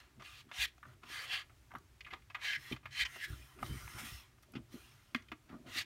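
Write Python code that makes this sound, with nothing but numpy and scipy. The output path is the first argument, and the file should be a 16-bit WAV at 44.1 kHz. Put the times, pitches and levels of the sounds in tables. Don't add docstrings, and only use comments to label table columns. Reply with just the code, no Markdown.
import sys
import numpy as np
from scipy import signal
from scipy.fft import rfft, irfft
from scipy.io import wavfile
from scipy.ndimage import uniform_filter1d

SR = 44100
rng = np.random.default_rng(int(sys.argv[2]) if len(sys.argv) > 2 else 0)


def file_out(sig):
    cols = np.atleast_2d(sig).T
    lim = np.clip(cols, -1, 1)
    pcm = np.round(lim * 32767).astype(np.int16)
    wavfile.write(sys.argv[1], SR, pcm)


N = 257976

# (frequency [Hz], relative density [dB])
HOME_SPECTRUM = [(18, -53), (30, 2), (111, 0), (173, -12), (359, -9), (505, -18), (921, -15), (1200, -15),
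                 (2070, -15.5), (4910, -22), (5740, -21.5), (15500, -29)]
# (frequency [Hz], t60 [s], relative level [dB])
PANEL_MODES = [(61.5, 0.19, -0.5), (94.1, 0.12, -3.5), (128, 0.16, -5.5), (191.3, 0.07, -2),
               (249.6, 0.069, 2), (312.7, 0.068, -2), (368, 0.053, -1.5), (619, 0.031, -7)]
# (time [s], peak [dB], centre [Hz], spread [octaves], murmur around it [dB])
THUMP_EVENTS = [(.178, -62, 130, 0.3, -58), (.455, -57, 260, 0.37, -79), (.47, -63, 293, 0.6, -75),
                (.587, -45, 72, 0.32, -66), (0.864, -51.5, 135, 0.61, -63.5), (1.035, -56, 352, 0.49, -82),
                (1.099, -55.5, 352, 0.24, -83), (1.747, -46.5, 220, 0.66, -66),
                (2.127, -51.5, 380, 0.37, -70), (2.573, -54.5, 118, 0.27, -70),
                (2.714, -32, 263, 0.97, -67), (2.853, -51, 105, 0.19, -66), (3.006, -55, 59.7, 0.25, -57.5),
                (3.158, -54, 417, 0.14, -71.5), (3.302, -36.5, 86.5, 0.35, -52.5),
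                (3.398, -54.5, 109, 0.84, -63.5), (3.618, -43.5, 134, 0.65, -49.5),
                (3.696, -40, 112, 0.75, -46), (3.742, -41, 132, 0.68, -62), (3.829, -42.5, 79, .4, -55.5),
                (3.943, -47, 78, 0.22, -52.5), (4.02, -68, 150, 0.39, -54.5), (4.12, -41.5, 82, 0.29, -62),
                (4.484, -58, 547, .4, -79), (4.537, -50, 256, 0.12, -72), (4.555, -34, 210, .46, -56.5),
                (4.59, -48.5, 200, 0.39, -69), (4.741, -41, 236, 0.25, -59.5),
                (5.149, -32.5, 242, 0.19, -63), (5.318, -43.5, 288, 0.14, -67),
                (5.501, -49, 240, 0.29, -67), (5.529, -41.5, 222, 0.34, -56),
                (5.551, -43.5, 238, 0.39, -69), (5.601, -52, 238, 0.35, -85), (5.66, -53, 227, 0.26, -57.5),
                (5.759, -50.5, 240, 0.33, -60.5)]
# (frequency [Hz], base width [Hz], relative level [dB])
WALL_MODES = [(514, 204, -21.5), (741, 82, -12.5), (1012, 260, -11), (1201, 102, -5), (1399, 155, -5.5),
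              (1680, 140, -0.5), (1916, 111, 2.5), (2077, 96, 2), (2258, 132, -1), (2454, 103, -1),
              (2742, 200, -0.5), (3070, 89, 1.5), (3337, 125, -1.5), (3710, 460, -6), (4144, 220, -6),
              (4590, 260, -9), (4914, 440, -16.5), (5360, 260, -11.5), (5820, 170, -13), (6320, 550, -16),
              (6880, 1970, -18.5), (9070, 1220, -22), (11440, 670, -32.5), (12900, 4800, -26.5)]
# (time [s], peak [dB], centre [Hz], spread [octaves], contact [s], t60 [s])
TICK_EVENTS = [(0.197, -46.5, 1550, 0.8, 0.015, 0.064), (0.221, -44.5, 1680, 0.91, 0.0018, 0.028),
               (0.514, -37, 1500, 0.64, 0.0016, 0.037), (0.78, -55, 1520, 1.1, 0.002, 0.022),
               (0.829, -42.5, 1380, 0.2, 0.0026, 0.046), (0.853, -46.5, 1260, 0.3, 0.001, 0.028),
               (1.033, -44.5, 1450, 0.77, 0.0044, 0.037), (1.097, -46, 1300, .5, 0.0036, 0.05),
               (1.495, -54, 870.0, 0.57, 0.001, 0.099), (1.707, -50, 1080, 0.34, 0.018, 0.057),
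               (1.716, -44.5, 1600, 0.28, 0.0023, 0.018), (1.737, -45.5, 880, 0.18, 0.0029, 0.031),
               (1.751, -35, 1170, 0.26, 0.0014, 0.056), (1.766, -58, 2620.0, 2, 0.0013, 0.012),
               (1.784, -52, 6060, 1.6, 0.00091, 0.015), (2.007, -41.0, 2500, 0.41, 0.0012, 0.039),
               (2.047, -42.5, 2400, 0.18, 0.0014, 0.053), (2.064, -42, 1570, 0.58, 0.0043, 0.13),
               (2.106, -39.5, 1840, 0.49, 0.001, 0.22), (2.129, -40, 1540, 0.74, 0.0083, 0.042),
               (2.135, -41, 2340, 0.18, 0.0023, 0.032), (2.22, -57.5, 1990, 0.62, 0.0029, 0.04),
               (2.3, -43, 1680, 0.63, 0.0028, 0.07), (2.346, -31, 1730, 0.5, 0.0098, 0.051),
               (2.412, -45, 2280, 0.68, 0.017, 0.054), (2.533, -27.5, 2200, 0.25, 0.0031, 0.018),
               (2.722, -33, 2820, 0.21, 0.0043, 0.025), (2.763, -42.5, 1800, 0.66, 0.0019, 0.038),
               (2.83, -55.5, 1600, 0.62, 0.003, 0.36), (2.856, -35.5, 1600, 0.4, 0.0026, 0.05),
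               (3.05, -30.5, 2430, 0.56, 0.014, 0.028), (3.16, -41, 720, 0.6, 0.0011, 0.022),
               (3.588, -46.5, 1520, 0.53, 0.0021, 0.057), (3.628, -27, 1000, 0.16, 0.002, 0.019),
               (3.663, -44.5, 2720.0, 0.68, 0.0009, 0.019), (3.878, -37, 1580, 0.45, 0.0011, 0.012),
               (4.383, -58, 980.0, 0.71, 0.0015, 0.022), (4.425, -56.5, 9200, 1.05, 0.0057, 0.047),
               (4.431, -56, 1530.0, 0.98, 0.0012, 0.042), (4.52, -52, 13390.0, 0.19, 0.0014, 0.023),
               (4.536, -49, 1730.0, 0.97, 0.0013, 0.039), (4.554, -44, 2450, 0.41, 0.013, 0.027),
               (5.147, -22, 1930, 0.49, 0.001, 0.023), (5.222, -54, 2220, 0.94, 0.0015, 0.025),
               (5.285, -49.5, 2770, 0.29, 0.00092, 0.033), (5.317, -33.5, 1540, 0.57, 0.0016, 0.052),
               (5.492, -50, 1120, 0.89, 0.0047, 0.059)]
# (touch [s], swell [s], hold [s], fade [s], top level [dB], sag over the hold [dB],
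# shares at the top: soft pad's low modes [dB], nail's sharp modes [dB], loose fibre hiss [dB])
STROKE_EVENTS = [ (0.0, 0.00091, 0.018, 0.15, -60.5, 8, -1, 3, -14),
                 (0.198, 0.053, 0.16, 0.034, -63, 2.5, -3, 6.5, -7.5),
                 (0.482, 0.009, 0.02, .01, -70, 1, 4.5, -4, -16),
                 (0.528, 0.098, 0.031, 0.011, -36.5, 6, -13.5, 5, -11.5),
                 (0.656, .003, 0.027, 0.021, -71.5, -3, -18, 7.5, -5),
                 (0.859, .002, 0.079, .03, -71.5, 2.5, 2, -2.5, -9),
                 (1.025, 0.1, 0.12, 0.083, -49.5, 1, -5.5, 1, -11.5),
                 (1.241, 0.095, 0.083, 0.037, -40.5, 12, -9, 2.5, -18.5),
                 (2.131, 0.0056, 0.009, 0.038, -50, 10.5, 5.5, 1.5, -20),
                 (2.364, .004, 0.028, 0.027, -61, 8, 8, -2, -26),
                 (2.392, 0.052, .12, 0.023, -41, 3, -14.5, -1.5, -20),
                 (2.572, .005, .15, 0.068, -62.5, -7, -6, -2, -9.5),
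                 (2.704, 0.021, .03, 0.027, -53.5, 18, -1, -2, -15),
                 (2.87, .002, .05, .03, -70, 3, -2, 2, -24),
                 (2.912, .1, 0.024, 0.015, -33.5, 5.5, -22, 0, -20.5),
                 (3.057, 0.003, 0.11, 0.044, -62, -7, -6, -7.5, -8.5),
                 (3.127, 0.12, 0.057, 0.033, -43.5, 27, -18, -2.5, -13.5),
                 (3.268, 0.015, 0.37, .02, -63, 13, -2.5, 1.5, -0.5),
                 (3.564, 0.07, 0.325, 0.1, -60.5, 1, 0, 0.5, -1),
                 (3.933, 0.06, 0.057, 0.14, -48.5, 7, -3, -5, -4.5),
                 (4.012, 0.042, 0.15, 0.15, -57, 8, -7, 5, 1),
                 (4.549, 0.0043, 0.021, 0.027, -60.5, 2.5, 5, 4.5, -23),
                 (4.685, 0.044, 0.81, .03, -68.5, 25.5, 0.5, 5, 0),
                 (5.156, 0.0037, 0.016, 0.081, -48, 13, -8, -3, -17),
                 (5.479, 0.016, 0.05, 0.039, -72, -3, 11, -2.5, -26),
                 (5.65, 0.021, 0.032, .03, -63.5, 0, 2, 4, -11),
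                 (5.688, 0.099, 0.036, 0.023, -43.5, 6.5, -10, 5.5, -8), ]
# (pad [dB/dB], middle [dB/dB], nail [dB/dB], fibre [dB/dB])
SWELL_FOLLOWS_DB_PER_DB = [0.55, 1, 0.93, 0.87]
# (pad, middle, nail, fibre [dB/dB])
FADE_FOLLOWS_DB_PER_DB = [.8, 1, 1.2, 1.3]

HOME_DB = -70
REST_DB, REST_DRUM_DB = -68, -11
MURMUR_LATE_S, MURMUR_RISE_DB_PER_S, MURMUR_FALL_DB_PER_S = 0.014, 272, 203
DRUM_DB, DRUM_DB_PER_OCTAVE = -4, 5
PUSH_S = 0.0057
SLIPS_PER_S, SLIP_SPREAD_DB, JUDDER_DB = 9000, 1, 0.18
SWELL_DB, FADE_DB = 27.5, 23.5
EDGE_S = 0.008
ROOM_T60_S, ROOM_DB = 0.18, -21
TOP_HZ = 15800


def undb(db):
    return 10 ** (np.asarray(db) / 20)


def unit(x):
    return x / np.sqrt(np.mean(x ** 2))


def decay(t_s, t60_s):
    return 1000. ** (-t_s / t60_s)


def ring(x, hz, width_hz):
    return signal.lfilter(*signal.iirpeak(hz, hz / width_hz, SR), x)


def walk(rate_hz):
    hold = int(SR / rate_hz)
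    steps = np.repeat(rng.standard_normal(N // hold + 1), hold)
    slewed = uniform_filter1d(uniform_filter1d(steps, hold), hold)
    return unit(slewed[:N])


def add(out, time_s, x):
    i = int(time_s * SR)
    out[i:i + len(x)] += x[:N - i]


def add_peak(out, time_s, peak_db, x):
    add(out, time_s, undb(peak_db) * x / np.abs(x).max())


def home():
    hz, db = np.transpose(HOME_SPECTRUM)
    f = np.arange(N // 2 + 1) * SR / N + 1
    shape = undb(np.interp(np.log(f), np.log(hz), db))
    tone = irfft(rfft(rng.standard_normal(N)) * shape, N)
    waver_db = 1.0 * walk(3)
    return undb(HOME_DB + waver_db) * unit(tone)


def flexing():
    t = np.arange(N) / SR
    sway_power, drum_power = undb(2 * REST_DB), undb(2 * (REST_DB + REST_DRUM_DB))
    for time_s, _, centre_hz, _, murmur_db in THUMP_EVENTS:
        since_s = t - time_s - MURMUR_LATE_S
        db = murmur_db + np.minimum(MURMUR_RISE_DB_PER_S * since_s, -MURMUR_FALL_DB_PER_S * since_s)
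        drum_db = db + DRUM_DB + DRUM_DB_PER_OCTAVE * np.log2(centre_hz / 125)
        sway_power = sway_power + undb(2 * db)
        drum_power = drum_power + undb(2 * drum_db)
    groups = [0, 0]
    for hz, t60_s, gain_db in PANEL_MODES:
        force = undb(3.5 * walk(21.985)) * rng.standard_normal(N)
        mode = ring(ring(force, hz, 2.2 / t60_s), hz, hz / 1.5)
        groups[int(hz > 160)] += undb(gain_db) * mode
    return np.sqrt(sway_power) * unit(groups[0]) + np.sqrt(drum_power) * unit(groups[1])


def thumps():
    out, t = np.zeros(N), np.arange(11025) / SR
    swell = 1 - np.exp(-t / max(PUSH_S, .001))
    for time_s, peak_db, centre_hz, octaves, _ in THUMP_EVENTS:
        modes = 0
        for hz, t60_s, gain_db in PANEL_MODES:
            off = np.log2(hz / centre_hz) / max(octaves, .15)
            gain = undb(gain_db - 3.17 * off ** 2)
            modes = modes + gain * np.sin(2 * np.pi * hz * t) * decay(t, t60_s)
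        add_peak(out, time_s, peak_db, swell * modes)
    return out


def ticks():
    out, t = np.zeros(N), np.arange(4410) / SR
    times_s, peaks_db, centre_hz, octaves, contact_s, t60_s = np.transpose(TICK_EVENTS)[:, :, None]
    chatter = rng.standard_normal((len(TICK_EVENTS), len(t)))
    burst = chatter * decay(np.maximum(t - contact_s, 0), np.maximum(t60_s, .004))
    burst *= np.minimum(t / .002, 1)
    burst[:, 20] += 5.0
    sounds = 0
    for hz, width_hz, _ in WALL_MODES:
        off = np.log2(hz / centre_hz) / np.maximum(octaves, .2)
        gain = undb(np.maximum(-4.5 * off ** 2, -29.0))
        mode = ring(ring(burst, hz, 1.91 * width_hz), hz, 4.213 * width_hz)
        sounds = sounds + gain * mode / np.sqrt(width_hz)
    for time_s, peak_db, sound in zip(times_s[:, 0], peaks_db[:, 0], sounds):
        add_peak(out, time_s, peak_db, sound)
    return out


def slips():
    chance, sign, size = rng.random(N), rng.standard_normal(N), rng.exponential(size=N)
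    return (chance < SLIPS_PER_S / SR) * sign * undb(SLIP_SPREAD_DB * size)


def stroke_power():
    power = np.zeros((5, N))
    for touch_s, swell_s, hold_s, fade_s, top_db, sag_db, pad_db, nail_db, fibre_db in STROKE_EVENTS:
        bends_s = touch_s + np.cumsum([0, max(swell_s, .001), max(hold_s, .001), max(fade_s, .001)])
        first = max(int((touch_s - EDGE_S) * SR), 0)
        last = min(int((bends_s[-1] + EDGE_S) * SR), N)
        i = np.arange(first, last)
        t = i / SR
        pressure_db = np.interp(t, bends_s, [-SWELL_DB, 0, -sag_db, -sag_db - FADE_DB])
        inside_s = np.minimum(t - touch_s, bends_s[-1] - t)
        contact = np.clip(inside_s / EDGE_S + 1, 0, 1)
        follows = np.where(t < bends_s[1], np.c_[SWELL_FOLLOWS_DB_PER_DB], np.c_[FADE_FOLLOWS_DB_PER_DB])
        pad, middle, nail, fibre = np.c_[[pad_db, 0, nail_db, fibre_db]] + follows * pressure_db
        upper = (nail + fibre) / 2 - 2.5
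        group_db = top_db + np.array([pad, middle, nail, upper, fibre])
        power[:, i] += (contact * undb(group_db)) ** 2
    return power


def rubbing():
    power = stroke_power()
    judder = undb(JUDDER_DB * walk(90))
    groups, forces = np.zeros((5, N)), [judder * slips() for _ in range(6)]
    for k, (hz, width_hz, db) in enumerate(WALL_MODES):
        shimmer_db = 3.26 * min(250 / width_hz, 1) ** 0.44 * walk(22.004)
        mode = ring(ring(forces[k % 6], hz, width_hz), hz, 2.5 * width_hz)
        group = np.searchsorted([1500, 2450, 4900, 8000], hz)
        groups[group] += undb(db + shimmer_db) * mode
    return sum(np.sqrt(p) * unit(group) for p, group in zip(power, groups))


def tail(box):
    t = np.arange(22050) / SR
    dull = signal.lfilter([1], [1, -.7], rng.standard_normal(len(t)))
    response = dull * decay(t, ROOM_T60_S) * (t > .003)
    return signal.fftconvolve(box, response / np.sqrt(np.sum(response ** 2)))[:N]


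def scene():
    box = flexing() + thumps() + ticks() + rubbing()
    return (home() + box + undb(ROOM_DB) * tail(box))[None]


def record(dry):
    thin = signal.sosfilt(signal.butter(2, 38, "high", fs=SR, output="sos"), dry)
    return signal.sosfilt(signal.ellip(12, .2, 80, TOP_HZ, fs=SR, output="sos"), thin)


dry = scene()
out = record(dry)
file_out(out)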